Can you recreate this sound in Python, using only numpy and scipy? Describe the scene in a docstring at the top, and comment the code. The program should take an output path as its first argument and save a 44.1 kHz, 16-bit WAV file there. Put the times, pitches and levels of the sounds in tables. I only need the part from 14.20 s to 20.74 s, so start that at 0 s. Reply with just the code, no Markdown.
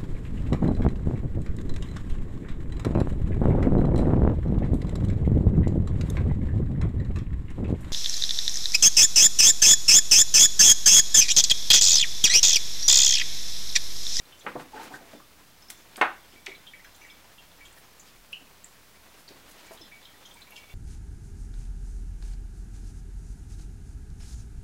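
"""Drops tap the glazed bowl of a small ceramic fountain on a table in a quiet room. Each impact excites
the bowl's normal modes and a small bubble, while a faint trickle keeps the same modes in forced vibration.
A hand shifts a cable and its adapter, which tick, knock and scrape, ringing the table top; a sleeve
rustles by friction. A low hum and the microphone's hiss lie underneath."""
import sys
import numpy as np
from scipy import signal
from scipy.fft import rfft, irfft, next_fast_len
from scipy.io import wavfile
from scipy.ndimage import map_coordinates

SR = 44100
rng = np.random.default_rng(int(sys.argv[2]) if len(sys.argv) > 2 else 0)


def file_out(sig):
    """Save sig as 16-bit WAV at sys.argv[1]."""
    # one column per channel
    cols = np.atleast_2d(sig).T
    # limit, then scale
    lim = np.clip(cols, -1, 1)
    pcm = np.round(lim * 32767).astype(np.int16)
    wavfile.write(sys.argv[1], SR, pcm)


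N = 288414

# normal modes of the bowl: f/Hz, nominal bandwidth/Hz, relative level/dB
BOWL_MODES = [(930, 46, -22), (1918, 88, -2), (2273, 24, -8.5), (2754, 24, -4.5), (3040, 30, -7),
              (3233, 25, -4), (3513, 51, 3), (4040, 32, 1), (5200, 33, -3), (6030, 21, -15),
              (6570, 37, -23), (7180, 49, -7)]
# the thin stream running over the bowl: t/s, level/dB
STREAM_LEVELS = [(0, -79), (2.2, -70.5), (2.4, -74), (3.0, -74), (3.6, -80), (4.2, -83), (5.2, -74),
                 (5.6, -68), (6.0, -65), (6.2, -75), (6.54, -65)]


def amp(db):
    """Amplitude ratio of a level in dB."""
    return 10 ** (np.asarray(db) / 20)


def unit(x):
    """Normalisation to rms 1."""
    return x / np.sqrt(np.mean(x ** 2) + 1e-20)


def along(points, hz):
    """Interpolation of (f/Hz, value) points on a logarithmic frequency axis."""
    f, values = np.transpose(points)
    return np.interp(np.log(hz + 1), np.log(f + 1), values)


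def wobble(rate):
    """Smooth random modulation: a spline through `rate` knots a second."""
    return map_coordinates(rng.standard_normal(int(N * rate / SR) + 4), [np.arange(N) * rate / SR])


def filtered(x, response):
    """Linear filtering: the spectrum of x times a frequency response."""
    size = next_fast_len(len(x) + SR // 2)
    return irfft(rfft(x, size) * response(np.fft.rfftfreq(size, 1 / SR)), size)[:len(x)]


def noise(spectrum):
    """Stationary noise of rms 1, shaped by (f/Hz, level/dB) points."""
    return unit(filtered(rng.standard_normal(N), lambda hz: amp(along(spectrum, hz))))


def near(hz, centre_hz, octaves):
    """Gaussian weight about a centre on a logarithmic frequency axis."""
    return np.exp(-.5 * (np.log2((hz + 1) / centre_hz) / np.maximum(octaves, .03)) ** 2)


def burst(t, centre_hz, octaves, rise_s, t60):
    """A transient: band noise with exponential rise and decay."""
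    band = unit(filtered(rng.standard_normal(len(t)), lambda hz: near(hz, centre_hz, octaves)))
    return band * (1 - np.exp(-t / max(rise_s, 1e-4))) * amp(-60 * t / max(t60, .004))


def add(track, start_s, sound, peak_db):
    """Superposition of a sound on the track at a given peak level."""
    track[round(start_s * SR):][:len(sound)] += amp(peak_db) * sound / np.abs(sound).max()


def hum_and_hiss():
    """Noise floor: low tones modulated in amplitude and phase, and broadband hiss."""
    # partials of the hum: f/Hz, base level/dB
    partials = [(37.7, -70.5), (75.4, -73.5), (296.1, -78)]
    # noise of room and microphone: f/Hz, relative spectrum level/dB
    hiss_spectrum = [(15, -37), (25, -15), (36, 0), (52, -9), (75, -4.5), (200, -4), (300, -14.5),
                     (1000, -11.5), (2500, -14.5), (5000, -14.5), (9000, -18.5), (15700, -18)]
    t = np.arange(N) / SR
    hum = sum(amp(db + 2.5 + 3.2 * wobble(9)) * np.sin(2 * np.pi * hz * t + 1.3 * wobble(9))
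              for hz, db in partials)
    return hum + amp(-57 + 0.1 * wobble(2.6)) * noise(hiss_spectrum)


def reverberation(x, block=SR // 4):
    """Convolution with a decaying room response, new for each block as the hands move."""
    # reverberation time of the room: f/Hz, T60/s
    decay_times = [(200, 0.33), (600, 0.26), (1500, 0.28), (4000, 0.28), (12000, 0.18)]
    track = np.zeros(N + SR)
    for start in range(0, N, block):
        hz, t, spectra = signal.stft(rng.standard_normal(SR // 2), SR, nperseg=256)
        decay = amp(-60 * t / along(decay_times, hz)[:, None])
        tail = signal.istft(spectra * decay, SR, nperseg=256)[1]
        echo = signal.fftconvolve(x[start:start + block], tail / np.linalg.norm(tail))
        track[start + 150:][:len(echo)] += echo
    return track[:N]


def rustle():
    """Sliding friction: sleeve and cable grip unevenly, giving a dull rub and short bright brushes."""
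    # course of the rubbing: t/s, mean level/dB
    rub_levels = [(0, -60), (.18, -58.5), (.3, -52.5), (.5, -60), (.62, -46), (.7, -54), (.82, -58),
                  (.94, -52), (1.04, -61.5), (1.7, -58.5), (3.55, -59.5), (4.75, -61), (5.0, -56.5),
                  (5.55, -55), (5.7, -59), (6.54, -59)]
    # friction noise: f/Hz, relative spectrum level/dB
    rub_spectrum = [(120, -25), (250, -1), (800, -2.5), (2500, -6), (5000, -13), (12000, -24)]
    # quick brushes: middle t/s, peak level before modulation/dB, centre f/Hz
    strokes = [(.2, -51, 6100), (0.41, -43.5, 4970), (.641, -45, 6060), (0.75, -42, 4900), (.94, -55, 2900),
               (2.145, -48, 2400), (3.465, -53, 6000), (3.587, -49, 12000), (3.881, -47.5, 2980),
               (4.997, -49, 7940), (5.307, -46.5, 9000), (5.4, -47, 2600), (5.47, -45, 3000),
               (5.539, -46.5, 8000), (6.38, -46, 4900), (6.518, -53, 11000)]
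    rub_db = np.interp(np.arange(N) / SR, *np.transpose(rub_levels))
    rub = amp(rub_db + 1.87 * wobble(30) + 1.26 * wobble(120)) * noise(rub_spectrum)
    half_s = .065
    brushes, t = np.zeros(N + SR), np.arange(int(2 * half_s * SR)) / SR
    for middle_s, db, hz in strokes:
        brush = burst(t, hz, octaves=1, rise_s=.001, t60=20) * np.hanning(len(t)) ** 2
        add(brushes, middle_s - half_s, brush, db)
    return rub + brushes[:N] * amp(1.7 * wobble(260))


def cable_ticks():
    """Damped transients of the stiff cable and its tie: the narrower the band, the longer the ring."""
    # sharp cracks: t/s, peak level/dB, centre f/Hz, spread/octaves
    cracks = [(1.4965, -42, 9000, 1.2), (1.5011, -25.5, 3900, 2.1), (1.5064, -32, 6960, 1.6),
              (1.759, -30.5, 2700, 0.93), (1.7674, -33, 8300, 0.59), (1.812, -42, 10000, 0.66),
              (1.8117, -15.5, 2380, 0.29), (1.814, -28, 3830, 0.77), (2.2615, -31.5, 4500, 0.69),
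              (2.2657, -24.5, 1930, 0.67), (4.122, -43, 11500, .25), (4.129, -40.5, 3480, 0.72),
              (4.1294, -28.5, 2840, 0.082), (4.443, -35, 7550, 0.13), (4.443, -56, 1930, 0.1),
              (5.0784, -40.5, 4390, .1), (5.088, -38, 3430, .95), (2.645, -47, 13000, .4),
              (2.762, -47, 10000, 0.61), (3.525, -48.5, 8350, .2), (5.313, -43.5, 7000, 0.67),
              (5.465, -51, 7300, .1), (6.14, -44, 8000, .18), (6.209, -46, 8450, 0.28),
              (6.306, -41, 12000, .25), (6.3635, -40.5, 4470, 0.5)]
    track, t = np.zeros(N + SR), np.arange(SR // 4) / SR
    for s, db, hz, octaves in cracks:
        add(track, s, burst(t, hz, octaves, rise_s=0.00076, t60=0.019 + 12.5 / (hz * octaves)), db)
    return track[:N]


def table_response(contacts, rise_cycles, t60):
    """Modal excitation: a contact rings the table modes near its centre, with a scuff and a low thud."""
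    # normal modes of the table top: f/Hz, relative level/dB, free T60/s
    table_modes = [(249.6, 1, 0.46), (369, 11.5, 0.038), (520, -12, 0.079), (676, -13, 0.1), (755, -3, 0.3),
                   (858, -6.5, 0.16), (1035, -14, 0.52), (1074, -42, 0.58), (1184, -21, 0.17),
                   (1450, -10.5, 0.096), (1490, -3.5, 0.3), (1596, -1.5, 0.093), (1757, -15, 0.32),
                   (1848, -2, 0.25), (2090, -34, 0.059), (2377, -22.5, 0.13), (2440, -8, 0.23),
                   (2580, -36, 0.17), (2480, -29, 0.18), (2980, -25, 0.18)]
    f, level, free_t60 = np.transpose(table_modes)[:, :, None]
    damping = 1 / free_t60 + 1 / t60  # the hand damps the top
    track, t = np.zeros(N + SR), np.arange(SR // 3) / SR
    for s, db, hz, octaves, thud_db in contacts:
        rise_s = rise_cycles / hz
        strength = amp(level + rng.normal(0, 2.5, f.shape)) * near(f, hz, octaves)
        phase = rng.uniform(0, 2 * np.pi, f.shape)
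        ring = (strength * amp(-60 * t * damping) * np.sin(2 * np.pi * f * t + phase)).sum(0)
        chatter = np.interp(t, t[::200], rng.standard_normal(len(t[::200])))  # uneven sliding grip
        ring = ring * (1 - np.exp(-t / rise_s)) * amp(3.8 * chatter)
        scuff = 0.96 * burst(t, hz, 0.82 * octaves, rise_s, t60)
        add(track, s, ring / np.abs(ring).max() + scuff, db)
        thud = burst(t, centre_hz=306, octaves=0.87, rise_s=rise_s, t60=0.12)
        add(track, s, thud, thud_db)
    return track[:N]


def scrapes():
    """Frictional excitation: the dragged adapter builds up the table's vibration gradually."""
    # drags: t/s, peak level/dB, centre f/Hz, spread/octaves, thud level/dB
    drags = [(.532, -36.5, 860, 0.089, -41.5), (.56, -39, 1490, .31, -43), (.64, -53, 1100, 0.63, -44.5),
             (.705, -38.5, 890, 0.44, -43.5), (.805, -49.5, 680, 0.053, -49)]
    return table_response(drags, rise_cycles=20, t60=.24)


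def knocks():
    """Impulsive excitation: cable and adapter strike the table, which responds within a few cycles."""
    # impacts: t/s, peak level/dB, centre f/Hz, spread/octaves, thud level/dB
    impacts = [(.245, -42, 603, .7, -50), (.264, -21.5, 1270, 0.77, -30.5), (.354, -25, 560, 0.97, -32.5),
               (.395, -32, 800, 1.34, -36.5), (.596, -31.5, 900, 0.18, -50),
               (.738, -31.5, 1590, 0.29, -40.5), (.932, -42.5, 660, 0.053, -40.5),
               (1.0, -46, 1170, 0.31, -52), (1.777, -31, 724, 1.13, -50), (1.812, -8, 1120, 0.89, -41),
               (1.8211, -15.5, 780, 0.97, -47), (1.848, -24.5, 1270, 0.65, -63),
               (2.135, -51, 292, 0.2, -54), (2.277, -38, 353, 1.1, -41.5), (4.209, -54, 394, 0.57, -48.5),
               (5.106, -46.5, 390, 0.19, -47), (5.508, -39, 623, 1.1, -42), (5.605, -49.5, 293, .55, -48.5)]
    return table_response(impacts, rise_cycles=2.23, t60=0.084)


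def trickle():
    """Forced vibration: the unsteady stream keeps the bowl's resonances faintly ringing."""
    def bowl_response(f):
        return sum((-1) ** k * amp(level) * 1j * f * width / (f0 * f0 - f * f + 1j * f * width)
                   for k, (f0, width, level) in enumerate(BOWL_MODES))

    stream = amp(6.6 * wobble(25)) * rng.standard_normal(N)
    ring = filtered(filtered(stream, bowl_response), bowl_response)  # two passes sharpen the peaks
    return amp(np.interp(np.arange(N) / SR, *np.transpose(STREAM_LEVELS))) * unit(ring)


def drop(t, hz, reach_octaves):
    """Free vibration after impact: bowl modes near hz and a bubble of rising pitch, with a splash."""
    f, width, level = np.transpose(BOWL_MODES)[:, :, None]
    strength = amp(.5 * level + rng.normal(0, 3, f.shape)) * (near(f, hz, reach_octaves) + .015)
    phase = rng.uniform(0, 2 * np.pi, f.shape)
    modes = strength * np.exp(-np.pi * .8 * width * t) * np.sin(2 * np.pi * f * t + phase)
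    life_s = 14 / hz  # the bubble falls to 1/e in about 14 cycles
    bubble = 0.74 * np.exp(-t / life_s) * np.sin(2 * np.pi * hz * (t + 0.036 * t * t / life_s))
    splash = 0.37 * burst(t, hz, 1.38 * reach_octaves, rise_s=0.00025, t60=0.075)
    attack = 1 - np.exp(-t / .0015)
    return (modes.sum(0) / strength.max() + bubble) * attack + splash


def fountain_drops():
    """Superposed impacts: clear drops, and faint random ones that swell with the stream."""
    # clear drops on the bowl: t/s, peak level/dB, pitch f/Hz
    clear_drops = [(.052, -52, 3950), (0.123, -45, 3040), (.193, -48.5, 7200), (.209, -43, 3620),
                   (.595, -49, 3920), (1.4227, -46.5, 5280), (1.484, -44, 5100), (1.574, -49, 6900),
                   (2.123, -49.5, 3140), (2.1594, -47, 2160), (2.2794, -46.5, 2000), (2.316, -38, 2120),
                   (2.3485, -45.5, 3740), (2.468, -39.5, 3300), (2.535, -37.5, 2125), (2.595, -47.5, 1910),
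                   (2.642, -49, 2370), (2.644, -53, 6000), (2.6464, -41.5, 1530), (2.746, -48, 3600),
                   (2.746, -49.5, 6800), (2.81, -52, 6300), (2.815, -42.5, 2360), (2.848, -42, 1980),
                   (2.885, -43.5, 2280), (2.9, -43, 3450), (2.903, -50, 5200), (3.181, -43.5, 3070),
                   (3.3144, -49.5, 3460), (3.4067, -44, 2210), (3.4526, -44, 3260), (3.455, -49, 7190),
                   (3.571, -48, 1650), (3.7957, -42, 7000), (3.9594, -51, 2290), (5.479, -48, 2230),
                   (5.574, -45, 3560), (5.612, -44, 5000), (5.615, -48, 3500), (5.6494, -50.5, 3530),
                   (5.7158, -42, 2210), (5.751, -54, 2270), (5.827, -49, 3730), (5.8522, -39.5, 3560),
                   (5.9402, -51, 1800), (6.0516, -42.5, 3500), (6.056, -46, 6040), (6.11, -44, 3450),
                   (6.15, -53, 926), (6.1694, -48, 2250), (6.2, -52, 2270), (6.217, -42, 3780),
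                   (6.2694, -49, 2250), (6.32, -43.5, 2430), (6.331, -51, 875), (6.359, -38.5, 3080),
                   (6.362, -47, 5230), (6.375, -41.5, 2340), (6.43, -46, 2300), (6.497, -45.5, 2400)]
    track, t = np.zeros(N + SR), np.arange(SR // 5) / SR
    for s, db, hz in clear_drops:
        add(track, s, drop(t, hz, reach_octaves=0.13), db)
    flow_s, flow_db = np.transpose(STREAM_LEVELS)
    for when, pitch, size in rng.random((120, 3)):
        s, hz = when * N / SR, 900 * 2 ** (3 * pitch)
        swell_db = 0.5 * (np.interp(s, flow_s, flow_db) - flow_db.mean())
        add(track, s, drop(t, hz, reach_octaves=0.15), -65 + 11.5 * size + swell_db)
    return track[:N]


def scene():
    """Superposition of direct sound, reverberation and noise floor in one channel."""
    water = fountain_drops() + trickle()
    handling = knocks() + scrapes() + cable_ticks()
    echo = reverberation(amp(-5) * water + amp(-6) * handling)
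    return (water + handling + echo + rustle() + hum_and_hiss())[None]


def record(dry):
    """Band limiting by an ideal low-pass filter, plus a small constant offset."""
    cutoff_hz, offset = 15830, .001
    return filtered(dry[0], lambda hz: hz < cutoff_hz)[None] + offset


dry = scene()
out = record(dry)
file_out(out)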